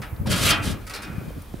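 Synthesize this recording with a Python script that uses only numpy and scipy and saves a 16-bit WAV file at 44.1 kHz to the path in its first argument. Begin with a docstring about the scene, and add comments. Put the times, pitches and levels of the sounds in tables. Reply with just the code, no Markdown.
"""A brief steel scuff in gusting wind, then one long rasping drag and a few more short scuffs:
a loose steel pickup bed is being shoved round on a grass field. Dense tiny slips hiss at the
contact and set the sheet panels ringing, short while pressed to the ground, longer once the
weight lifts. A few dull knocks and faint ticks of dry grass dot the scene.
Wind buffets the microphone over a faint outdoor hiss."""
import sys
import numpy as np
from scipy import signal
from scipy.fft import rfft, irfft
from scipy.io import wavfile

SR = 44100
rng = np.random.default_rng(int(sys.argv[2]) if len(sys.argv) > 2 else 0)


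def wav_record(signal):
    """Record a signal, one row per channel, as 16-bit PCM in the file named by sys.argv[1]."""
    frames = np.transpose(np.atleast_2d(signal))
    bounded = np.clip(frames, -1, 1)
    # unit amplitude maps onto the largest positive 16-bit level
    quanta = np.round(bounded * 32767).astype(np.int16)
    wavfile.write(sys.argv[1], SR, quanta)


N = 70560
TIME = np.arange(N) / SR

# Hiss of the steel on the ground. Each row: frequency in Hz, gain in dB.
RASP_TONE = [(200, -7), (500, 5), (1000, -4.5), (1400, 0.5), (3000, 3.5), (5000, 0.5), (7000, -2),
             (10000, -1), (13000, -7.5), (15500, -16)]
RASP_DB, RASP_WIDTH = 5, 0.33
PRESSED_DAMPING_DB_PER_S = 54  # pressed to the ground, the panels ring shorter


def undb(db):
    """Decibels to gain."""
    return 10 ** (np.asarray(db) / 20)


def fader(rows):
    """Gain over time from rows of (s, dB) joined by straight lines."""
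    return undb(np.interp(TIME, *np.array(rows).T))


def at_hz(rows, hz):
    """Rows of (Hz, value) read on a log-frequency axis."""
    freqs, values = np.array(rows).T
    return np.interp(np.log(np.maximum(hz, 1)), np.log(freqs), values)


def colour(x, rows):
    """Equalise by a curve of (Hz, dB) points."""
    gain = undb(at_hz(rows, np.fft.rfftfreq(2 * N, 1 / SR)))
    return irfft(rfft(x, 2 * N) * gain)[..., :N]


def unit(x):
    """Scale to rms 1."""
    return x / np.sqrt(np.mean(x ** 2))


def noise(tone):
    """Noise of rms 1, coloured by (Hz, dB) points."""
    return unit(colour(rng.standard_normal(N), tone))


def stereo(mid, side, width):
    """Left and right from a middle and a side signal."""
    return mid + width * side * np.array([[1], [-1]])


def burst(start, attack, hold, release):
    """Envelope that rises, holds and dies away; times in seconds."""
    age = TIME - start
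    return np.clip(age / attack, 0, 1) * np.exp(-np.maximum(age - hold, 0) / release)


def excite(response, force):
    """Play a force through a two-channel response."""
    return signal.fftconvolve(force[None], response, axes=1)[:, :N]


def air():
    """Faint hiss of the open field, drifting a little in level."""
    # Each row: frequency in Hz, relative level in dB.
    tone = [(100, 10), (400, 3), (1000, 5), (2000, -2.5), (4000, -15), (7000, -17.5), (10500, -9.5),
            (15500, -7.5)]
    # Each row: time in seconds, level in dB.
    level = [(0, -46.5), (.85, -51), (1.2, -48.5), (1.6, -51.5)]
    return stereo(noise(tone), noise(tone), width=0.59) * fader(level)


def breeze():
    """Deep rumble of the breeze, easing past the middle and picking up again."""
    # Each row: frequency in Hz, relative level in dB.
    tone = [(18, -23), (35, -2), (60, -2.5), (90, -7), (160, -22), (500, -27), (2000, -60)]
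    # Each row: time in seconds, level in dB.
    level = [(0, -39), (.6, -37), (.95, -44.5), (1.25, -43), (1.6, -36)]
    return stereo(noise(tone), noise(tone), width=0.14) * fader(level)


def gusts():
    """Gusts rumble on the microphone; single eddies thump it with push-pull swings of pressure."""
    # The rumble. Each row: frequency in Hz, relative level in dB.
    tone = [(20, -56), (45, -12.5), (90, 0.5), (140, -4), (220, -7.5), (350, -18), (600, -23.5),
            (1200, -56), (4000, -90)]
    # Each row: time in seconds, level in dB.
    level = [(0, -33), (.1, -53), (.125, -35.5), (.18, -43), (.21, -33), (.24, -34.5), (.275, -24),
             (.325, -21.5), (.39, -32), (.46, -23.5), (.56, -32), (.63, -32), (.7, -24.5), (.81, -39),
             (.96, -54), (1.07, -44.5), (1.13, -34), (1.23, -36.5), (1.29, -34), (1.34, -44), (1.375, -33),
             (1.43, -56), (1.6, -40.5)]
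    # How differently the wind strikes left and right. Each row: frequency in Hz, side gain in dB.
    side_tone = [(40, -13), (90, -9.5), (160, -5), (400, 1)]
    # Each row: time in seconds, relative peak in dB, half width in seconds.
    eddies = [(0.132, -19, 0.0019), (0.202, -17, 0.0018), (0.217, -16, 0.0019), (0.31, -18, 0.0016),
              (0.416, -15, 0.001), (0.453, -10.5, 0.0027), (0.678, -10, 0.0014), (0.73, -16.5, .0025),
              (1.103, -21.5, 0.0014), (1.185, -17, .0016), (1.283, -21, 0.0013), (1.544, -19, 0.00091)]
    # Gusts and eddies carry little deep bass. Each row: frequency in Hz, gain in dB.
    low_cut = [(25, -30), (70, 0)]
    out = stereo(noise(tone), colour(noise(tone), side_tone), width=0.8) * fader(level)
    for when, db, half_width in eddies:
        offset = (TIME - when) / half_width
        swing = -offset * np.exp((1 - offset ** 2) / 2)
        out += stereo(0.69, 2 * rng.random() - 1, width=0.66) * undb(db) * swing
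    return colour(out, low_cut)


def grass_ticks():
    """Dry grass ticks faintly in tiny puffs of bright noise."""
    # Each row: start in seconds, level in dB, centre frequency in Hz.
    ticks = [(0.162, -51.5, 3830), (1.42, -45, 10450), (1.57, -63, 7950)]
    out = 0
    for start, db, hz in ticks:
        puff = noise([(hz / 2, -20), (hz, 0), (hz * 2, -20)])
        out += puff * undb(db) * burst(start, attack=0.0006, hold=0, release=0.0059)
    return out


def knocks(sag_per_s=29):
    """Dull knocks that sag in pitch as they quickly die."""
    # Each row: start in seconds, level in dB, opening pitch in Hz, decay in seconds.
    hits = [(.258, -32, 1055, 0.018), (1.213, -30, 467, 0.0034), (1.306, -28.5, 556, 0.0032),
            (1.5405, -27.5, 670, 0.0014)]
    out = 0
    for start, db, hz, decay in hits:
        age = np.maximum(TIME - start, 0)
        cycles = hz * (1 - np.exp(-sag_per_s * age)) / sag_per_s
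        out += undb(db) * np.sin(2 * np.pi * cycles) * np.exp(-age / decay)
    return out


def slips(per_s=14000, scatter_db=2, chatter_db=1.42, chatter_hz=159.9):
    """Friction at the contact: dense tiny slips of uneven size that bunch into chatter."""
    hit = rng.random(N) < per_s / SR
    size = undb(scatter_db * np.clip(rng.standard_normal(N), -2, 2))
    direction = np.sign(rng.standard_normal(N))
    chatter = np.interp(TIME * chatter_hz, np.arange(N), rng.standard_normal(N))
    return unit(hit * size * direction * undb(chatter_db * chatter))


def ring(hz, t60):
    """One struck mode of unit energy, with a random phase."""
    t = TIME[:int(t60 * SR)]
    rate = np.log(1000) / t60
    wave = np.exp(-rate * t) * np.sin(2 * np.pi * (hz * t + rng.random()))
    return np.pad(wave * 2 * np.sqrt(rate / SR), (0, N - len(t)))


def panels(bands=40, crowd_db=3, modes_db=-8, width=0.36):
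    """Ring of the free sheet steel: crowded modes, the high ones dying first, and a few strong ones."""
    # The crowd of modes. Each row: frequency in Hz, relative level in dB.
    crowd_tone = [(150, 7.5), (300, 12), (500, 8.5), (800, 11), (1030, 5), (1250, 16.5), (1900, 6.5),
                  (3000, 5), (4000, 3), (5200, 2), (7000, -16), (10000, -20), (15500, -44)]
    # Its ring time. Each row: frequency in Hz, seconds to fall 60 dB.
    crowd_t60 = [(200, 0.86), (700, 1.13), (1100, 1.3), (1500, 1.06), (1900, 0.5), (2300, 1.3),
                 (2650, 0.87), (3100, 0.29), (4500, 0.19), (5400, 0.16), (7000, 0.2), (15000, 0.12)]
    # Each row: frequency in Hz, relative level in dB, seconds to fall 60 dB.
    strong_modes = [(299, 0, 3.0), (926, -9, .7), (1101, -6, .6), (1228, -3, .75), (1285, -7, .8),
                    (1486, -5, 1.3), (1556, -4, .9), (1646, -5, .7), (2347, -8, 1.3), (2440, -4, 1.0),
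                    (2499, -3, 1.0), (2701, -1, .45), (2830, 2, .26), (3105, 0, .28), (3241, -2, .28),
                    (3422, 0, .28), (3616, -4, .22), (3866, -2, .2)]
    edges = np.geomspace(150, 16000, bands + 1)
    crowd = rfft(stereo(rng.standard_normal(N), rng.standard_normal(N), width))
    bins = np.fft.rfftfreq(N, 1 / SR)
    out = np.zeros((2, N))
    for low, high in zip(edges, edges[1:]):
        hz = np.sqrt(low * high)
        band = irfft(crowd * ((bins >= low) & (bins < high)), N)
        decay = undb(-60 * TIME / at_hz(crowd_t60, hz))
        share = np.sqrt(2 * (high - low) / (SR * N))  # energy in proportion to bandwidth
        out += unit(band * decay) * share * undb(crowd_db + at_hz(crowd_tone, hz))
    for hz, db, t60 in strong_modes:
        out += stereo(0.65, 2 * rng.random() - 1, width) * ring(hz, t60) * undb(modes_db + db)
    return out


def pressed(steel):
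    """The panels' ring, damped by the ground."""
    return steel * undb(-PRESSED_DAMPING_DB_PER_S * TIME)


def scuffs(lift_s=0.8):
    """Short scuffs hiss, crunch and grind; once the weight lifts, the panels ring on after each."""
    # Each row: start and hold in seconds, level in dB, then panel drive, crunch and grind
    # in dB against that level.
    shoves = [(0.017, 0.0043, -47.5, 5.5, -12, 3), (0.259, 0.0066, -50.5, 13, -16, -11),
              (0.867, 0.0059, -45.5, -1.5, -18, -28), (0.896, 0.0029, -43, 2, -16, -10),
              (0.936, 0.015, -42.5, 0.5, 1.5, -14), (0.96, 0.0064, -52, -3.5, -8, -5),
              (1.02, 0.014, -46.5, 3.5, -21, -17)]
    # Colour of the scuffs against the drag. Each row: frequency in Hz, gain in dB.
    scuff_tone = [(300, 7), (1100, 1), (1500, 5), (2400, 5), (3200, -4.5), (5000, 1.5), (7000, 2),
                  (13000, 2)]
    # Bright crunch of the harder scuffs. 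Each row: frequency in Hz, gain in dB.
    crunch_tone = [(2800, -33), (4000, 6.5), (4700, 4.5), (5600, 4), (6600, -5), (9000, -19)]
    # Coarse grind of the heavier scuffs. Each row: frequency in Hz, gain in dB.
    grind_tone = [(250, -12), (500, 11), (1000, 23.5), (1400, 21.5), (2300, 20.5), (3200, 12), (6000, -8)]
    rub_level = panel_drive = crunch_level = grind_level = 0
    for start, hold, db, drive_db, crunch_db, grind_db in shoves:
        envelope = undb(db) * burst(start, attack=0.0006, hold=hold, release=0.019)
        rub_level += envelope
        panel_drive += envelope * undb(drive_db)
        crunch_level += envelope * undb(crunch_db)
        grind_level += undb(db + grind_db) * burst(start, attack=0.01, hold=hold, release=0.03)
    grains, steel = slips(), panels()
    crunch = colour(slips(), crunch_tone) * crunch_level
    grind = colour(stereo(slips(), slips(), RASP_WIDTH), grind_tone) * grind_level
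    rub = colour(stereo(grains, slips(), RASP_WIDTH), scuff_tone) * rub_level
    rasp = colour(rub + crunch, RASP_TONE) * undb(RASP_DB)
    force = colour(grains, scuff_tone) * panel_drive + crunch
    damped_ring = excite(pressed(steel), force * (TIME < lift_s))
    free_ring = excite(steel, force * (TIME >= lift_s))
    return rasp + grind + damped_ring + free_ring


def long_drag(bite_s=0.494, bite_width_s=0.018, bite_db=-27):
    """The edge rasps along the ground and rings the damped panels; at its loudest it digs in."""
    # Strength of the friction. Each row: time in seconds, level in dB.
    friction = [(.25, -90), (.272, -38), (.288, -48.5), (.304, -33), (.318, -24.5), (.345, -32.5),
                (.394, -32), (.41, -31), (.44, -26), (.468, -22), (.485, -26.5), (.508, -20.5), (.53, -36),
                (.56, -47), (.61, -54.5), (.642, -36.5), (.716, -39), (.765, -59.5)]
    # How hard the edge bears on the panels. 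Each row: time in seconds, drive in dB.
    bearing = [(.27, 4), (.4, -4), (.47, -6.5), (.51, 4), (.65, -3.5)]
    # The bite as the edge digs in. Each row: frequency in Hz, gain in dB.
    bite_tone = [(700, -44), (1300, -14), (2200, 2), (3100, 4.5), (4000, -15), (5500, -41)]
    grains, level = slips(), fader(friction)
    bite_swell = np.exp(-0.5 * ((TIME - bite_s) / bite_width_s) ** 2)
    bite = colour(slips(), bite_tone) * undb(bite_db) * bite_swell
    rasp = colour(stereo(grains, slips(), RASP_WIDTH) * level, RASP_TONE) * undb(RASP_DB)
    drag_ring = excite(pressed(panels()), grains * level * fader(bearing))
    bite_ring = excite(pressed(panels()), bite)  # a new spot on the steel has its own ring
    bite_direct = bite * undb(13)  # heard straight from the contact
    return rasp + drag_ring + bite_ring + bite_direct


def scene():
    """The steel bed in front, the grass, the wind and the open field around it."""
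    return long_drag() + scuffs() + knocks() + grass_ticks() + gusts() + breeze() + air()


def record(dry, top_hz=15700):
    """Round off the very highest peaks and cut the top of the treble."""
    rounded = dry / (1 + dry ** 4) ** 0.25
    low_pass = signal.ellip(10, 0.2, 80, top_hz, fs=SR, output="sos")
    return signal.sosfilt(low_pass, rounded)


dry = scene()
out = record(dry)
wav_record(out)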